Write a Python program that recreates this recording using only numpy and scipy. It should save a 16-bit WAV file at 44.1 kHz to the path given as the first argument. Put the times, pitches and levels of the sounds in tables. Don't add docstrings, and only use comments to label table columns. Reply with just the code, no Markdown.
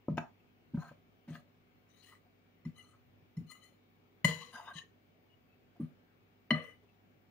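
import sys
import numpy as np
from scipy import signal
from scipy.fft import rfft, irfft
from scipy.io import wavfile
from scipy.ndimage import uniform_filter1d

SR = 44100
rng = np.random.default_rng(int(sys.argv[2]) if len(sys.argv) > 2 else 0)


def pcm_store(signal):
    levels = np.round(np.clip(np.atleast_2d(signal), -1, 1) * 32767)
    wavfile.write(sys.argv[1], SR, levels.astype(np.int16).T)


def how_loud(loudness_db):
    steps = np.asarray(loudness_db, float) / 20
    return 10 ** steps


N = 321930

# frequency in Hz, level in dB per Hz.
AIR_SPECTRUM = [(30, -39), (50, -16.5), (102, -1), (236, -2), (394, -5), (714, -11), (950, -15.5),
                (2600, -17.5), (7000, -35.5), (8200, -41), (10000, -40.5), (13600, -44), (15000, -22),
                (15800, -27.5)]
AIR_DB = -68.5
# frequency in Hz, likeness from -1 to 1.
AIR_LIKENESS = [(60, 0.16), (180, 0.57), (550, 0.086), (1650, -0.33), (4970, -0.14), (15000, 0.36)]
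# frequency in Hz, left over right in dB.
AIR_LEAN = [(60, -4.5), (150, 2), (380, -1), (950, 0.5), (2380, 5.5), (5980, 1), (15000, -2)]
# frequency in Hz, level in dB.
FRIDGE_HUM = [(49.6, -87.5), (99.3, -76), (168, -86.5), (247, -78), (400, -83.5), (738, -90), (2228, -92.5),
              (2327, -93.5)]

# start in seconds, peak in dB, upper modes in dB, build-up in ms,
# damping factor.
THUMPS = [(0.087, -25, 13, 1.67, 0.78), (0.098, -29.5, 0.5, 7, 0.71), (0.119, -27, -17, 5.6, 1.5),
          (0.143, -40.5, 1, 4.1, 1.2), (0.182, -29.5, 7.5, 1.3, 0.77), (0.74, -25, 8, 15.6, 2.8),
          (0.779, -29, -8.5, 1.96, 1.16), (0.851, -51, -5, 11, 0.24), (0.915, -49.5, 8, 2, 1.3),
          (1.278, -40.5, 13, 11.6, 1), (1.31, -38, 1.5, 1.74, 0.48), (2.655, -31, 4, 34, 2.5),
          (2.686, -41.5, -17, 8.4, 2.1), (3.37, -30.5, -8, 11, 0.76), (3.405, -39, 2, 7.3, 0.96),
          (3.445, -48.5, -2, 5.4, 0.95), (4.247, -20.5, -5.5, 8.6, 2), (4.288, -31, -12, 4.2, 0.42),
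          (4.538, -55, 24, 19.99, 2.7), (4.757, -46, -5.5, 2.9, 0.74), (5.802, -31.5, 15.5, 5.2, 0.99),
          (5.822, -35, -12.5, 12.5, 0.92), (6.511, -22, 18, 8.8, 1.6), (6.525, -27.5, 8.5, 4.5, 0.63),
          (6.545, -33.5, -5, 2.1, 0.54)]
# frequency in Hz, level in dB, t60 in seconds.
COUNTER_MODES = [(93, -10, .18), (125, -6.5, 0.11), (160.5, 8.5, 0.12), (216.5, -16, 0.13),
                 (238.8, -3, 0.15), (281.6, -3.5, 0.079), (345, -24, 0.15), (435, -17.5, 0.076),
                 (502.5, -20, 0.06)]
TOP_SHARE = 0.3

BOWL_HZ = [555, 618, 734, 964, 1050, 1172, 1852, 1992, 2019, 3015, 2961, 2989, 3413, 4137, 4450, 4934, 5448,
           5954, 6938, 7900, 8560, 9160, 10330, 11300, 12540]
# t60 in seconds, then dB when struck at the far, near and left wall.
BOWL_MODES = [(0.11, -12, -12, -14), (0.38, -12, -12.5, -9), (.21, -33.5, -16, -36), (0.18, -14, -20, 10),
              (0.1, -12.5, -33, -20), (0.27, -19.5, -8.5, 9), (0.0096, -21.5, -29, -13), (0.3, -11, 1, -31),
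              (0.52, -1, -7.5, 13), (0.029, -9, -37, -41), (0.56, -15, -18.5, -28), (0.27, -16.5, -1, 3),
              (0.14, -29, -48, -14), (0.194, -17.5, -12, 8), (0.13, -25, -25, -28), (.3, -28, -62.5, -34),
              (0.17, -29, -32, 10.5), (0.25, -30.5, -52.5, -25), (0.6, -19, -54, -6),
              (0.074, -29, -49, -39), (0.21, -25, -49, -20), (0.13, -29, -33, -4), (0.07, -32, -40, 9),
              (0.4, -38.5, -85, -21), (.2, -35, -53, -18)]
# frequency in Hz, t60 in seconds, level in dB.
FLOUR_MODES = [(575, 0.36, -5), (832, 0.043, -3), (956, 0.24, -9), (1258, 0.47, -22.5), (1535, 0.056, -6)]
# frequency in Hz, t60 in seconds, level in dB.
RIM_MODES = [(630, 0.16, -17), (838, 0.12, -11), (930, 0.076, 0.5), (1280, 0.14, -12), (1600, 0.085, 1),
             (2304, 0.18, -8), (2584, 0.16, -1.5), (3550, .15, -8)]
# frequency in Hz, t60 in seconds, level in dB.
HANDLE_MODES = [(681, 0.15, 8), (1466, 0.17, -2), (2735, 0.23, -7), (2980, .15, -6), (4200, 0.126, -32),
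                (5580, 0.091, -8), (6700, 0.13, -11)]
# frequency in Hz, level in dB per Hz.
CRACK_SPECTRUM = [(400, -30.5), (1000, -22.5), (2000, -11.5), (4000, -17), (7000, -25), (12000, -31.5),
                  (16000, -29.5)]

# start in seconds, peak in dB, tilt in dB per octave, damping factor,
# crack in dB. All blows and touches below share these columns.
DIGS = [
    (0.084, -30, -2, 19, -28),
    (0.742, -50.5, -1, 1.1, -3.5),
    (0.773, -47.5, 16, 3.3, -21),
    (0.916, -48, -3, 21, -9.5),
    (1.278, -54, -3.5, 0.47, 1.5),
    (5.798, -60.5, -12.5, 0.68, 7.5),
]
RIM_KNOCKS = [
    (0.179, -26.5, -10, 5.5, -3.5),
]
FAR_WALL = [
    (2.1265, -60, -0.5, 1.6, -8),
    (3.5005, -53, 12, 1.4, -19),
    (3.516, -43.5, 5, 2.4, -21),
    (3.637, -52, 9, 1.5, -16),
    (4.246, -13, 2.5, 1.2, -6),
    (4.765, -47.5, 4.5, 3.2, -1),
    (4.7893, -54, 5, 2.5, 4),
]
NEAR_WALL = [
    (6.507, -15, 0.12, 1.2, -3),
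]
LEFT_WALL = [
    (2.6505, -49, 0.084, 6, -8.5),
    (3.368, -52, 5, 4.8, -7),
]
HANDLE_TOUCHES = [
    (0.173, -37.5, 0, 2, -7),
    (0.183, -34, 0, 1.8, -2.5),
]
FAR_TOUCHES = [
    (3.511, -55, 6.5, 2.7, 10),
    (4.674, -56, -6, 4, -4),
    (4.786, -67, -8, 3, -2),
]
NEAR_TOUCHES = [
    (6.514, -28.5, -8, 3.7, -12),
]

# frequency in Hz, width in Hz, level in dB.
BURIED = [(780, 82, 8), (1060, 78, -3), (1350, 480, -6), (1545, 46, -7), (2270, 1200, -17.5),
          (4200, 130, -10), (3230, 780, -25), (6740, 480, -16), (9750, 600, -23)]
HEAPED = [(680, 78, 16.5), (1300, 120, 6.5), (1690, 350, 2.5), (2660, 1400, -5.5), (4020, 290, -5),
          (6500, 1100, -16), (9567, 517, -30.5)]
LIFTING = [(1170, 110, -16), (1940, 110, -4), (2960, 160, -7), (4080, 84, -0.5), (6800, 180, -9.5),
           (8070, 90, -6), (8800, 124.6, -30), (10700, 100, -14)]
BARE = [(1218, 110, -3.5), (2000, 35, -1.5), (3000, 48, -2), (4150, 42, -4), (6170, 220, -19.5),
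        (6960, 44, -19), (8840, 390, -26), (10500, 300, -21), (11260, 224, -25)]
RESTING = [(487, 27, 11), (1050, 160, -0.5), (2020, 20, -16.5), (2980, 210, 2), (4020, 110, 5.5),
           (5630, 170, -8), (6240, 200, -10.5), (8560, 60, -10.5), (4630, 70, -7), (5950, 80, -7.5),
           (9050, 80, -15.5), (10380, 110, -9.5), (12560, 80, -13)]
LOADED = [(740, 116, 2.5), (990, 174, 5), (1143, 110, 0.5), (1590, 160, 4.5), (3020, 350, 3.5),
          (3729.1, 140, 13), (4950, 67, 11), (5730, 98.4, -2), (6470, 350, 2.5), (10000, 290, -3)]
TIP = [(1122, 75, 7.5), (1830, 82, 7), (2995, 200, 7), (3910, 160, 4), (5900, 60, -18), (6600, 150, -12)]
SKIMMING = [(1213, 27, 2), (9200, 76, -26), (11330, 60, -17)]
SETTLED = [(522, 102, -8), (1210, 40, -13.5), (2090, 27, -29), (2989, 5.2, 16), (4100, 33, 1.5),
           (5800, 380, -17), (9130, 72, -16)]
RISING = [(3000, 90, -7), (3940, 280, -4.5), (5850, 81, -11), (6350, 160, -9), (10430, 240, -12)]

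# start in seconds, length in seconds, share of the stroke before full
# pressure, scrape in dB, weight of the low drag in dB. All strokes share these columns.
BURIED_STROKES = [
    (.2, 0.11, .05, -80, 27),
    (.76, 0.2, 0.29, -66.5, 13.5),
    (.87, 0.073, 0.25, -68.5, -4),
]
HEAPED_STROKES = [
    (1.27, 0.14, 0.28, -68.5, 3.1),
    (1.308, 0.12, 0.37, -62, 3.3),
]
LIFTING_STROKES = [
    (2.01, 0.14, 0.41, -63.5, -9),
    (2.052, 0.15, 0.24, -61.5, 1.5),
]
BARE_STROKES = [
    (2.729, 0.3, 0.17, -62.5, -1),
    (2.898, 0.057, 0.46, -81, 5),
    (3.461, 0.079, 1, -54.5, -10.5),
    (3.521, 0.25, 0.13, -66, -4),
    (3.609, 0.16, 0.14, -64, -15),
]
RESTING_STROKES = [
    (4.26, 0.17, 0.08, -39, -1.5),
    (4.38, 0.264, 0.1, -54.5, -3),
]
LOADED_STROKES = [
    (4.51, 0.22, 0.23, -54, 7.6),
    (4.602, 0.138, 0.86, -62.5, 12.2),
]
TIP_STROKES = [
    (4.727, 0.11, 0.51, -47.5, 0),
]
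SKIMMING_STROKES = [
    (5.795, 0.14, 0.077, -77, 6.2),
]
SETTLED_STROKES = [
    (6.53, 0.15, 0.16, -65, 22),
    (6.602, 0.18, 0.21, -63.5, 9),
]
RISING_STROKES = [
    (1.871, 0.18, 0.74, -61, -13),
]
# rise of pitch over a stroke in %, treble in dB, ring of the glass in dB.
HANDLING = [
    (2.5, -10, -28),
    (6, -10.5, -21.5),
    (0, -7, -0.5),
    (0.5, -10, -19),
    (-3, -14, 0),
    (1.5, -13.5, -12.5),
    (-3, -40, -15),
    (7.5, 1.5, -3),
    (1.4, -9, -3.5),
    (13, -17.5, -9),
]
ONSET_DB, RELEASE_DB = -13.5, -27
HOLD = 1.334
STEEL_HZ = [5700, 6300, 6700, 7900, 8300, 8600, 9150, 9900, 10350, 11300, 11850, 12700, 15100, 15500]
# time in seconds, boost in dB, length in ms, pitch in Hz.
CATCHES = [(.775, 12, 7.4, 1400), (0.821, 6.5, 9.2, 1180), (.825, 9, 20, 4200), (.875, 8, 30, 4150),
           (.83, 0, 28, 1700), (.89, 16, 27, 1800), (1.282, 1, 8, 2300), (1.31, 11, 12, 7500),
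           (1.357, 11.5, 8, 1450), (1.36, 1, 6.5, 6800), (2.032, 6, 24, 4000), (2.076, 0, 11, 3000),
           (1.9, 13, 13, 5800), (1.97, 4, 25, 3900), (2.04, 17, 22, 3000), (2.944, 19, 14, 1290),
           (3.505, 10, 8, 1170), (4.674, 5, 6.5, 1050), (4.58, 5.5, 20, 990), (4.63, 8.5, 17, 950),
           (2.13, 27, 12, 1190), (2.153, 16, 8, 2000), (2.79, 7, 23, 2000), (2.76, 6, 14, 4150),
           (2.805, 7, 13, 3000), (2.79, 15, 23, 10500), (2.87, 0, 19, 6200), (2.9, 19, 48, 9200),
           (3.497, 24, 15, 4430), (3.515, 19, 9, 9200), (3.55, 10, 24, 3000), (3.62, 8, 8.5, 4150),
           (3.64, 2, 8.1, 3000), (3.675, 7, 11, 4150), (4.32, 0.5, 6.9, 3000), (4.423, 11.5, 13, 1024),
           (4.421, 5, 16, 3194), (4.546, 1, 6.4, 1510), (4.556, 10.5, 6, 1600), (4.56, 4, 22, 5500),
           (4.53, 11, 18, 9750), (4.599, 14, 5.9, 1190), (4.654, 6, 8, 910), (4.68, 12.5, 20, 1120),
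           (4.68, 17.5, 28, 4370), (4.697, 8, 18, 1110), (4.715, 3.5, 6.3, 1100), (4.764, 12, 8.7, 2290),
           (4.788, 16, 5.1, 2170), (4.82, 21.5, 8, 1800), (5.801, 20, 7.5, 10000), (3.7, 0, 25, 3000),
           (.21, 8, 20, 3500), (6.63, -1.5, 14, 6100), (6.69, 6, 11, 9000)]
BITE = 0.87
CATCH_OCTAVES = 0.45

# start in seconds, peak in dB, pitch in Hz, length in ms.
CREAKS = [
    (.395, -68, 2640, 22),
    (2.25, -64.5, 732, 43),
    (4.82, -63, 416, 39),
    (5.28, -67, 2890, 81),
    (5.47, -68, 2616, 107),
    (5.75, -60.5, 680, 35),
    (6.82, -59.5, 404, 38),
    (6.88, -67.5, 2665, 36),
]
# frequency in Hz, t60 in seconds.
ROOM_DECAY = [(100, 0.18), (500, 0.28), (2000, 0.18), (6000, 0.24), (14000, 0.23)]
# frequency in Hz, level in dB.
PORT_COLOUR = [(6000, -0.5), (7050, -0.5), (7500, -6), (7950, -4), (9500, 3), (11500, -2), (13200, -7.5),
               (15200, 6)]
# frequency in Hz, loss in dB.
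RIGHT_SHADE = [(100, 0), (350, 0), (600, 5), (1200, 0), (2400, 3.5), (4400, 19), (8100, 34), (12000, 22),
               (15500, 8)]
MASK_DB, MASK_SPREAD_DB = 31, 3
EDGE_HZ = 15670


def evened(x):
    return x / np.sqrt(np.mean(x ** 2) + 1e-20)


def peaked(x, peak_db):
    return how_loud(peak_db) * x / abs(x).max()


def read(points, hz):
    f, value = np.transpose(points)
    return np.interp(np.log(hz + 1), np.log(f + 1), value)


def colour(x, points):
    hz = np.fft.rfftfreq(len(x), 1 / SR)
    return irfft(rfft(x) * how_loud(read(points, hz)), len(x))


def add(mix, s, sound):
    part = mix[round(s * SR):][:len(sound)]
    part += sound[:len(part)]


def air():
    frames, hz = N // 512 + 5, np.fft.rfftfreq(2048, 1 / SR)
    a, b, c, d, patches = rng.standard_normal((frames, 1025, 5)).T
    patches = evened(uniform_filter1d(uniform_filter1d(patches, 14, 0), 8, 1))
    swell = evened(uniform_filter1d(rng.standard_normal(frames), 25))
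    same = np.clip(read(AIR_LIKENESS, hz), -1, 1)[:, None]
    left = a + 1j * b
    right = same * left + np.sqrt(1 - same ** 2) * (c + 1j * d)
    lean = np.array([.5, -.5])[:, None, None] * read(AIR_LEAN, hz)[:, None]
    drift = 1.3 * patches + 2.5 * swell * (hz < 140)[:, None]
    z = np.array([left, right]) * how_loud(read(AIR_SPECTRUM, hz)[:, None] + lean + drift)
    wash = how_loud(AIR_DB) * evened(signal.istft(z, nperseg=2048, noverlap=1536)[1][:, :N])
    t = np.arange(N) / SR
    hum = np.zeros(N)
    for f, db in FRIDGE_HUM:
        waver = rng.standard_normal(40)
        level_db = db + np.interp(t, np.linspace(0, t[-1], 40), waver)
        hum += how_loud(level_db) * np.sin(2 * np.pi * f * t + waver[0])
    return wash + np.sqrt(2) * hum


def ring(hz, t60, db, rise_ms, rattle_db, settle=1, early_db=0, scatter=1):
    t = np.arange(SR // 2) / SR
    turn = .5 + scatter * rng.random((len(hz), 1))
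    knots = rng.standard_normal((len(hz), 40))
    rattle = np.array([np.interp(t, np.linspace(0, .5, 40), row) for row in knots])
    level_db = db[:, None] - 60 * (t / t60[:, None]) ** settle
    level_db += rattle_db * np.minimum(t / 0.068, 1) * rattle
    level_db += early_db * np.exp(-(t / 0.022) ** 2)
    modes = how_loud(level_db) * np.sin(2 * np.pi * (hz[:, None] * t + turn))
    return modes.sum(0) * (1 - np.exp(-(t * 1000 / rise_ms) ** 2))


def chatter(ms):
    t = np.arange(5000) / SR * 1000
    landing = t / ms * np.exp(-t / ms)
    shiver = how_loud(-30.5) * np.minimum(t / ms, 1) * np.exp(-t / 22)
    contacts = rng.standard_normal(5000) * how_loud(2.6 * rng.exponential(1, 5000))
    return contacts * (landing + shiver)


def strikes(events, hz, t60, mode_db, rise_ms, chatter_ms, dull_db=0, rattle_db=2.4, early_db=7):
    out = np.zeros(N)
    for s, db, tilt_db, damping, crack_db in events:
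        tilted_modes = mode_db + tilt_db * np.log2(hz / 2000)
        body = ring(hz, t60 / damping, tilted_modes, rise_ms, rattle_db, early_db=early_db)
        add(out, s - .002, peaked(body, db))
        tilted_crack = [(f, d + (tilt_db + dull_db) * np.log2(f / 2000)) for f, d in CRACK_SPECTRUM]
        crack = colour(chatter(chatter_ms), tilted_crack)
        add(out, s - .002, peaked(crack, db + crack_db))
    return out


def clinks():
    hz, (t60, far_db, near_db, left_db) = np.array(BOWL_HZ), np.transpose(BOWL_MODES)
    digs = strikes(DIGS, *np.transpose(FLOUR_MODES), 3.9, 14.6)
    rim = strikes(RIM_KNOCKS, *np.transpose(RIM_MODES), 5.7, 1.6)
    far = strikes(FAR_WALL, hz, t60, far_db, 2.9, 4.5, rattle_db=-2.0, early_db=13.0)
    left = strikes(LEFT_WALL, hz, t60, left_db, 5.4, 16.5)
    near = strikes(NEAR_WALL, hz, t60, near_db, 2.7, 2.15, dull_db=-7.5, rattle_db=-6.0, early_db=8.0)
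    return digs + rim + far + left + near


def thumps():
    out, (hz, mode_db, t60) = np.zeros(N), np.transpose(COUNTER_MODES)
    upper = (hz > 190) * np.where(hz > 310, TOP_SHARE, 1)
    for s, db, upper_db, ms, damping in THUMPS:
        push = ring(hz, t60 / damping, mode_db + upper_db * upper, ms, 6.9, settle=0.84, scatter=0)
        add(out, s - .004, peaked(push, db))
    return out


def touches():
    hz, (t60, far_db, near_db, _) = np.array(BOWL_HZ), np.transpose(BOWL_MODES)
    handle = strikes(HANDLE_TOUCHES, *np.transpose(HANDLE_MODES), 1.35, 2.1)
    far = strikes(FAR_TOUCHES, hz, t60, far_db, 5.7, 3.8)
    near = strikes(NEAR_TOUCHES, hz, t60, near_db, 1.5, 3.4, dull_db=-8.0, early_db=20.0)
    return handle + far + near


def resonate(x, hz, width, order=1):
    turn = np.exp(2j * np.pi * np.cumsum(hz * np.ones(len(x))) / SR)
    r = np.exp(-np.pi * max(width, 3) / SR)
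    return 2 * (turn * signal.lfilter([(1 - r) ** order], np.poly([r] * order), x / turn)).real


def wander(count, ms):
    width = round(ms * SR / 40000)
    coarse = uniform_filter1d(uniform_filter1d(rng.standard_normal(400), width), width)
    return np.interp(np.arange(count) / 40, np.arange(400), evened(coarse))


def snags(t, hz):
    nearby = [c for c in CATCHES if t[0] - .03 < c[0] < t[-1] + .03]
    s, db, ms, near_hz = np.transpose(nearby + [(0, 0, 1, 1000)])[:, :, None]
    coarse = t[::24]
    late = (coarse - s) * 1000 / ms * np.where(coarse < s, BITE, 1)
    octaves = np.log2(hz / near_hz) / CATCH_OCTAVES
    return np.interp(t, coarse, (db * np.exp(-late ** 2 - octaves ** 2)).sum(0))


def stroke(start, length, share, scrape_db, weight_db, load, glide, treble_db, ring_db):
    t = np.arange(0, length, 1 / SR)
    n, now = len(t), start + t
    away = np.interp(t / length, [0, np.clip(share, .02, .98), 1], [-1, 0, 1])
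    pressure_db = scrape_db + np.where(away < 0, ONSET_DB, RELEASE_DB) * abs(away) ** HOLD
    grit = rng.standard_normal(n) * how_loud(2.2 * rng.exponential(1, n) + 1.3 * wander(n, 4))
    spoon = np.zeros(n)
    for f, width, db in load:
        hz = f * (1 + np.linspace(-.5, .5, n) * glide / 100 + 0.012 * wander(n, 38))
        tone = resonate(grit * how_loud(snags(now, f)), hz, 1.6 * width, order=2)
        spoon += how_loud(db + 3.2 * wander(n, 20)) * tone
    glass = np.zeros(n)
    for f, (t60, far_db, _, _) in zip(BOWL_HZ[5::2], BOWL_MODES[5::2]):
        tone = evened(resonate(grit * how_loud(snags(now, f)), f, 43.0 / t60))
        glass += how_loud(far_db + 2 * np.log2(f / 2000)) * tone
    steel = np.zeros(n)
    for f in STEEL_HZ * rng.uniform(.99, 1.01, len(STEEL_HZ)):
        steel += how_loud(4 * wander(n, 25) + snags(now, f)) * resonate(grit, f, 100, order=2)
    sound = evened(spoon) + how_loud(ring_db) * evened(glass) + how_loud(-13.0) * evened(steel)
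    sound += how_loud(-35) * evened(grit)

    def band(low_hz, high_hz):
        sos = signal.butter(3, (low_hz, high_hz), "band", fs=SR, output="sos")
        return evened(signal.sosfilt(sos, sound))

    edge = how_loud(weight_db) * band(420, 2400) + band(2400, 7500) + how_loud(treble_db) * band(7500, 15800)
    return how_loud(pressure_db) * edge * signal.windows.tukey(n, .25)


def scrapes():
    out = np.zeros(N)
    loads = BURIED, HEAPED, LIFTING, BARE, RESTING, LOADED, TIP, SKIMMING, SETTLED, RISING
    tables = (BURIED_STROKES, HEAPED_STROKES, LIFTING_STROKES, BARE_STROKES, RESTING_STROKES,
              LOADED_STROKES, TIP_STROKES, SKIMMING_STROKES, SETTLED_STROKES, RISING_STROKES)
    for load, rows, handling in zip(loads, tables, HANDLING):
        for row in rows:
            add(out, row[0], stroke(*row, load, *handling))
    return out


def creaks():
    out = np.zeros(N)
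    for s, db, hz, ms in CREAKS:
        note = resonate(rng.standard_normal(4000), hz, 8.4)[:round(ms * SR / 1000)]
        add(out, s, peaked(note * np.hanning(len(note)), db))
    return out


def room(x):
    taps = np.zeros((2, SR // 2))
    grid = np.arange(130, SR // 2 - 20, 20)
    at = grid + rng.integers(0, 20, (2, len(grid)))
    np.put_along_axis(taps, at, rng.choice([-1., 1.], at.shape), 1)
    hz, t, z = signal.stft(taps, SR, nperseg=256)
    decay = how_loud(-60 * t / read(ROOM_DECAY, hz)[:, None])
    tail = signal.istft(z * decay, SR, nperseg=256)[1]
    return signal.fftconvolve(x[None], tail / np.linalg.norm(tail[0]), axes=1)[:, :N]


def scene():
    bright = colour(clinks() + touches() + scrapes() + creaks(), PORT_COLOUR)
    low = thumps()
    low = low + how_loud(-10) * room(low)
    near = bright * how_loud([[2.4], [.6]]) + how_loud([[-5.5], [-.6]]) * room(bright) + low
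    near = signal.sosfilt(signal.butter(2, 80, "high", fs=SR, output="sos"), near)
    right = colour(np.roll(near[1], 3), [(f, -loss_db) for f, loss_db in RIGHT_SHADE])
    return np.array([near[0], right]) + air()


def masked(x):
    hz, t, z = signal.stft(x, SR, nperseg=1024, noverlap=768)
    power = uniform_filter1d(abs(z) ** 2, size=5, axis=2)
    treble = (hz > 3500) & (hz < 14300)
    loud_db = 10 * np.log10(power[:, treble].sum(1).max(0) + 1e-20)
    band = np.arange(len(hz)) // 12
    band_db = 10 * np.log10(np.add.reduceat(power, np.arange(0, len(hz), 12), axis=1) + 1e-20)
    whim_db = MASK_SPREAD_DB * evened(uniform_filter1d(rng.standard_normal(band_db.shape), size=14, axis=2))
    weak = (band_db + whim_db < loud_db - MASK_DB)[:, band]
    weak = weak & ((hz > 4600) & (hz < 14300))[:, None]
    return signal.istft(z * np.where(weak, .05, 1), SR, nperseg=1024, noverlap=768)[1][:, :N]


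def top_cut(x):
    return signal.sosfilt(signal.butter(12, 16300, fs=SR, output="sos"), x)


def record(dry):
    limited = signal.oaconvolve(masked(dry), signal.firwin(255, EDGE_HZ, fs=SR)[None], "same")
    return top_cut(limited)


dry = scene()
out = record(dry)
pcm_store(out)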